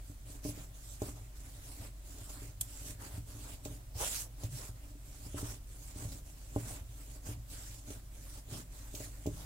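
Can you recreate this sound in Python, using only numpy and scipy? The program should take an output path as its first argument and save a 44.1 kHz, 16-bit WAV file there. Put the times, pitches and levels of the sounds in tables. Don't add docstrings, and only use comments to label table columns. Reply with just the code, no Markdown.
import sys
import numpy as np
from scipy import signal
from scipy.fft import rfft, irfft
from scipy.io import wavfile
from scipy.ndimage import uniform_filter1d

SR = 44100
rng = np.random.default_rng(int(sys.argv[2]) if len(sys.argv) > 2 else 0)


def generate_wav(sig):
    pcm = np.round(np.clip(np.atleast_2d(sig).T, -1, 1) * 32767).astype(np.int16)
    wavfile.write(sys.argv[1], SR, pcm)


N = 416744


def gain_of(db):
    return 10 ** (np.asarray(db) / 20)


def unit_level(x):
    return x / np.sqrt(np.mean(x ** 2) + 1e-20)


def value_at(table, hz):
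    table_hz, value = np.transpose(table)
    return np.interp(np.log(hz + 1), np.log(table_hz + 1), value)


def add(mix, start, sound):
    part = mix[..., max(round(start * SR), 0):][..., :sound.shape[-1]]
    part += sound[..., :part.shape[-1]]


def frequencies(x):
    return np.fft.rfftfreq(x.shape[-1], 1 / SR)


def shape_tone(x, tone):
    return irfft(rfft(x) * gain_of(value_at(tone, frequencies(x))), x.shape[-1])


def wander(hz):
    noise = rng.standard_normal(N)
    return unit_level(irfft(rfft(noise) / (1 + (frequencies(noise) / hz) ** 4), N))


def grains(per_s, spread_db):
    size = gain_of(spread_db * np.minimum(rng.exponential(1, N), 4))
    return unit_level(size * rng.standard_normal(N) * (rng.random(N) < per_s / SR))


# (frequency [Hz], likeness [0 to 1])
LIKENESS = [(50, 0.96), (130, 1), (300, 0.66), (600, 0.91), (1200, 0.095), (4000, 0.16), (16000, 0.24)]
def blend_sides(x):
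    left, other = rfft(x)
    likeness = np.clip(value_at(LIKENESS, frequencies(x)), -1, 1)
    right = likeness * left + np.sqrt(1 - likeness ** 2) * other
    return irfft(np.array([left, right]), x.shape[-1])


# (frequency [Hz], relative level [dB])
AIR_TONE = [(10, -19), (25, -1.5), (42, -4.5), (65, -9.5), (115, -5.5), (190, -26.5), (270, -21.5),
            (490, -34), (590, -26), (800, -35), (1500, -36.5), (4300, -39.5), (7900, -37.5), (16000, -39)]
def room_air(treble_db=-66):
    air = shape_tone(blend_sides(rng.standard_normal((2, N))), AIR_TONE)
    treble = signal.sosfilt(signal.butter(4, 1000, "high", fs=SR, output="sos"), air.mean(0))
    return gain_of(treble_db) * air / treble.std()


def appliance_hum(pitch_hz=48.3, level_db=-50.5):
    cycles = np.cumsum(pitch_hz + .4 * wander(hz=3)) / SR
    loudness = 1 + .08 * wander(hz=4)
    return gain_of(level_db) * unit_level(np.sin(2 * np.pi * cycles) * loudness)


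# (frequency [Hz], time to fade by 60 dB [s])
ECHO_FADES = [(100, 0.69), (500, 0.13), (4000, 0.18), (14000, 0.16)]
def kitchen_echo(x, build_s=0.02):
    hz, t, bands = signal.stft(blend_sides(rng.standard_normal((2, SR // 2))), SR, nperseg=256)
    fade = gain_of(-60 * t / value_at(ECHO_FADES, hz)[:, None])
    tail = signal.istft(bands * fade, SR, nperseg=256)[1]
    tail *= np.minimum(np.arange(tail.shape[1]) / SR / build_s, 1)
    return signal.fftconvolve(x[None], tail / np.linalg.norm(tail[0]), axes=1)[:, :N]


# (frequency [Hz], relative level [dB])
CLICK_TONE = [(500, -14), (1500, -22), (2300, -24), (3300, -6.5), (4500, -15), (6200, -8), (7500, -2),
              (9000, 1), (11000, -1), (13000, -3), (16000, -14)]
# (time [s], peak level [dB])
CLICK_TIMES = [(2.6119, -12)]
def hard_click(scuff_db=-21, scuff_s=0.0019, splash_db=-17, splash_s=0.0052, wall_db=-21, wall_s=.0195):
    out, t = np.zeros((2, N)), np.arange(-256, 1792) / SR
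    scuff = gain_of(scuff_db) * np.exp(-abs(t) / scuff_s)
    splash = gain_of(splash_db) * np.exp(-abs(t) / splash_s)
    for time, db in CLICK_TIMES:
        noise = np.where(t < 0, scuff, splash) * rng.standard_normal((2, len(t)))
        snap = shape_tone((t == 0) + noise, CLICK_TONE)
        snap *= gain_of(db) / abs(snap.mean(0)).max()
        add(out, time + t[0], snap)
        add(out, time + t[0] + wall_s, gain_of(wall_db) * snap[::-1])
    return out


# (time [s], length [s], level [dB], pitch [Hz], pitch spread [octaves])
DOUGH_SKIDS = [(3.99, 0.066, -42, 620, 1.75), (4.476, 0.11, -46, 124, 0.3), (5.366, 0.033, -51, 1240, 0.95)]
def dough_skids():
    out = np.zeros((2, N))
    slips = blend_sides(np.array([grains(per_s=1500, spread_db=-1.5) for _ in range(2)]))
    for start, length, db, hz, octaves in DOUGH_SKIDS:
        band = signal.butter(2, hz * 2 ** (octaves * np.array([-.5, .5])), "band", fs=SR, output="sos")
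        judder = signal.sosfilt(band, slips)[:, int(start * SR):][:, :int(length * SR)]
        soft_ends = signal.windows.tukey(judder.shape[1], .5)
        add(out, start, gain_of(db) * unit_level(judder) * soft_ends)
    return out


# (frequency [Hz], relative level [dB])
SMACK_TONE = [(300, -51), (1200, -33), (2400, -7), (3500, -5), (5000, -5.5), (7200, 1.5), (10000, -12),
              (16000, -4)]
# (time [s], peak level [dB], time to fade to about a third [ms])
PALM_SMACKS = [(0.441, -45, 9), (0.453, -50, 6), (1.020, -38.5, 6.4), (2.295, -44, 16), (3.651, -34.5, 14),
               (4.435, -39, 11), (5.38, -41, 19), (7.904, -41, 7.9), (8.95, -35.5, 11), (9.264, -37.5, 14)]
def palm_smacks():
    out, t = np.zeros((2, N)), np.arange(SR // 20) / SR
    for start, db, fade_ms in PALM_SMACKS:
        spurt = shape_tone(rng.standard_normal((2, len(t))), SMACK_TONE) * np.exp(-1000 * t / fade_ms)
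        add(out, start, gain_of(db) * spurt / abs(spurt.mean(0)).max())
    return out


# (time [s], relative hiss level [dB], relative drag level [dB])
HAND_SWEEP = [(3.93, -79, -76), (3.954, -58.5, -58), (3.986, -49.5, -55), (4.002, -42.5, -46),
              (4.018, -39, -45.5), (4.104, -43, -53), (4.15, -38.5, -51.5), (4.218, -43, -57),
              (4.28, -69, -65)]
def hand_sweep(hiss_db=0.5, drag_db=-2.5):
    times, hiss, drag = np.transpose(HAND_SWEEP)
    t = np.arange(N) / SR
    return gain_of([np.interp(t, times, db, -np.inf, -np.inf) for db in (hiss + hiss_db, drag + drag_db)])


# (time [s], length [s], hiss [dB], drag [dB], rise from start to end [dB])
LIGHT_FOLDS = [(0.0, 0.1, -65, -85, 5), (0.236, 0.12, -61, -65, 5), (0.716, 0.24, -60.5, -71, 8),
               (1.13, 0.13, -67, -66, -15), (1.32, 0.27, -63, -68, 0), (2.029, 0.232, -59.5, -64.5, 0),
               (2.59, 0.32, -57, -66, 14), (3.247, 0.3, -58.5, -62, 3.5), (4.714, 0.19, -75, -69, 8),
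               (5.023, 0.37, -61.5, -67.5, 4), (5.649, 0.26, -61, -72, 8), (6.23, 0.38, -65, -71, -4),
               (6.871, 0.29, -61.5, -68, 5), (7.475, 0.32, -55, -67, -8), (8.108, 0.28, -61, -69, 9),
               (8.703, 0.24, -60.5, -66, -4), (9.073, 0.29, -64.5, -67.5, 7)]
def fold_power(fade_in_s=0.045, fade_out_s=0.024, rumble_above_drag_db=11.5):
    power, t = np.zeros((3, N)), np.arange(SR) / SR
    for start, length, hiss_db, drag_db, rise_db in LIGHT_FOLDS:
        motion = np.minimum(t / fade_in_s, 1) * np.exp(-np.maximum(t - length, 0) / fade_out_s)
        motion *= gain_of(rise_db * (np.minimum(t / length, 1) - .5))
        levels = gain_of([hiss_db, drag_db, drag_db + rumble_above_drag_db])
        add(power, start, np.outer(levels, motion) ** 2)
    return power


# (time [s], length [s], hiss [dB], drag [dB], rumble [dB])
HEAVY_SHOVES = [(0.434, 0.088, -47.5, -57.5, -38.5), (0.508, 0.17, -61, -59.5, -52),
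                (0.993, 0.14, -54.5, -58.5, -55), (1.605, 0.19, -56.5, -63.5, -57),
                (1.775, 0.12, -58, -58, -45), (2.27, 0.11, -55, -63.5, -67),
                (2.359, 0.16, -60.5, -60.5, -49.5), (2.995, 0.12, -57.5, -55.5, -48),
                (3.096, 0.12, -61.5, -59, -62), (3.63, 0.16, -58.5, -64, -46),
                (4.382, 0.11, -59, -60.5, -49), (4.509, 0.19, -51, -58, -57),
                (5.24, 0.037, -59.5, -61, -50), (5.361, 0.074, -50, -53.5, -45),
                (5.409, 0.16, -53.5, -56.5, -47), (5.946, 0.14, -53.5, -57.5, -45.5),
                (6.065, 0.14, -57, -61.5, -47), (6.53, 0.28, -58, -55.5, -43.5),
                (6.634, 0.15, -52.5, -70, -65), (7.239, 0.11, -54.5, -54.5, -45.5),
                (7.843, 0.15, -57.5, -60, -45.5), (8.486, 0.14, -53.5, -55.5, -40),
                (8.94, 0.16, -52, -58.5, -46.5), (9.35, 0.11, -59, -57.5, -57)]
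def shove_power(ends_db=-10, top_flatness=2.77):
    power, t = np.zeros((3, N)), np.arange(SR) / SR
    for start, length, *levels_db in HEAVY_SHOVES:
        from_middle = abs(t[t < 2 * length] - length) / (length / 2)
        motion = gain_of(ends_db * from_middle ** top_flatness)
        add(power, start - length / 2, np.outer(gain_of(levels_db), motion) ** 2)
    return power


def hand_strokes(rustle_db=-73):
    power = fold_power() + shove_power()
    power[:2] += hand_sweep() ** 2 + gain_of(rustle_db) ** 2
    return np.sqrt(power)


def shifting_touch(x, depth_db=2.5):
    bands = signal.stft(x, nperseg=512)[2]
    patches = uniform_filter1d(rng.standard_normal(bands.shape[1:]), size=11, axis=0)
    patches = uniform_filter1d(patches, size=9, axis=1)
    return signal.istft(bands * gain_of(depth_db * unit_level(patches)), nperseg=512)[1][:, :N]


# (frequency [Hz], relative level [dB])
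HISS_TONE = [(700, -47), (1500, -17.5), (2500, -18), (3300, -13.5), (5000, -9.5), (6300, -6), (7500, -3),
             (9000, -5.5), (10500, -8), (12000, -10.5), (14000, -12.5), (16000, -15.5)]
# (frequency [Hz], relative level [dB])
DRAG_TONE = [(150, -6.5), (290, -2), (480, -4), (620, -2), (900, -4), (1300, -8), (1800, -11.5),
             (2600, -11.5), (5000, -20)]
def floury_rubbing(hiss_strength, drag_strength, boost_db=2.0, flutter_db=0.84, grit_share=0.3):
    grit = np.array([grains(per_s=2500, spread_db=2.5) for _ in range(2)])
    smooth = rng.standard_normal((2, N))
    friction = shifting_touch(np.sqrt(grit_share) * grit + np.sqrt(1 - grit_share) * smooth)
    hiss = hiss_strength * unit_level(shape_tone(friction, HISS_TONE))
    drag = drag_strength * unit_level(shape_tone(blend_sides(friction), DRAG_TONE))
    return (hiss + drag) * gain_of(boost_db + flutter_db * wander(hz=41))


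# (pitch [Hz], relative level [dB], time to fade by 60 dB [s])
WORKTOP_NOTES = [(94, -8, 0.084), (114, -0.5, 0.098), (159.7, -17, 0.52), (192, -14.5, 0.16),
                 (291, 1, 0.075), (353, -10, 0.11), (413, 1.5, 0.054), (563, -10, 0.1), (609, -1, 0.057),
                 (667, -21, 0.046), (786, -4.5, 0.041), (780, -32, 0.027), (1035, -12.5, 0.13),
                 (1400, -19, 0.046)]
def worktop_ring(uneven_db=2.5):
    t = np.arange(SR // 2) / SR
    hz, db, fade_s = np.transpose(WORKTOP_NOTES)[:, :, None]
    spot_db = -uneven_db * rng.standard_normal(hz.shape)
    return -(gain_of(db + spot_db - 60 * t / fade_s) * np.sin(2 * np.pi * hz * t)).sum(0)


def dough_rumble(strength, level_db=-3.0, soften_above_hz=120):
    lurches = grains(per_s=260, spread_db=0.1)
    force = signal.sosfilt(signal.butter(1, soften_above_hz, fs=SR, output="sos"), lurches)
    return strength * gain_of(level_db) * unit_level(signal.oaconvolve(force, worktop_ring())[:N])


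# (time [s], peak level [dB], contact time [ms])
LANDINGS = [(0.099, -37.5, 4.2), (0.301, -39.5, 5.3), (0.4516, -26.5, 2.4), (0.4583, -27, 2.7),
            (0.577, -35, 3.6), (1.019, -20.5, 1.5), (1.086, -31.5, 3.4), (1.211, -40, 8.8),
            (1.801, -33.5, 12), (2.303, -42, 0.82), (2.421, -39, 3.4), (2.602, -35, 12.4), (2.907, -36, 13),
            (3.142, -29, 14), (3.18, -27.5, 8.8), (3.658, -28.5, 1.2), (3.957, -24.5, 19),
            (4.435, -32, 1.4), (4.443, -25.5, 10), (4.692, -33, 7.4), (4.954, -42.5, 3.9),
            (5.265, -32.5, 7.6), (5.345, -26.5, 3.1), (5.43, -24.5, 5.2), (5.96, -33.5, 4.7),
            (6.055, -27.5, 9.9), (6.562, -17, 1.26), (6.811, -31, 17), (7.29, -27.5, 6.6),
            (7.375, -32.5, 10.2), (7.905, -32.5, 3.2), (8.528, -31, 10), (8.942, -33.5, 2.6),
            (9.004, -31, 1.7), (9.259, -26, 1.7), (9.273, -18.5, 3)]
def landing_thuds():
    out, t = np.zeros(N), np.arange(-SR // 50, SR // 50) / SR
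    for time, db, contact_ms in LANDINGS:
        force = 1 / np.cosh(2 * np.pi * t / (contact_ms / 1000)) ** 2
        thud = signal.fftconvolve(force, worktop_ring())
        add(out, time + t[0], gain_of(db) * thud / abs(thud).max())
    return out


def scene(thud_echo_db=-14, snap_echo_db=-15):
    hiss, drag, rumble = hand_strokes()
    thuds = landing_thuds() + dough_rumble(rumble)
    snaps = hard_click() + palm_smacks()
    echo = kitchen_echo(gain_of(thud_echo_db) * thuds + gain_of(snap_echo_db) * snaps[0])
    airborne = signal.sosfilt(signal.butter(2, 68, "high", fs=SR, output="sos"), thuds + echo)
    return airborne + snaps + floury_rubbing(hiss, drag) + dough_skids() + room_air() + appliance_hum()


# (frequency [Hz], left minus right [dB])
SIDE_BALANCE = [(100, -0.2), (400, -0.5), (1300, 1), (3000, -1.5), (5500, -1.5), (7400, -7), (9000, -4),
                (10500, 2.3), (13000, -0.5), (15500, 1)]
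def record(dry, left_late_s=.00025, top_hz=15850):
    hz = frequencies(dry)
    balance_db = value_at(SIDE_BALANCE, hz) * np.array([[.5], [-.5]])
    delay = np.exp(-2j * np.pi * hz * np.array([[left_late_s], [0]]))
    heard = irfft(rfft(dry) * gain_of(balance_db) * delay, N)
    treble_cut = signal.firwin(511, top_hz, window=("kaiser", 9), fs=SR)
    return signal.oaconvolve(heard, treble_cut[None], "same")


dry = scene()
out = record(dry)
generate_wav(out)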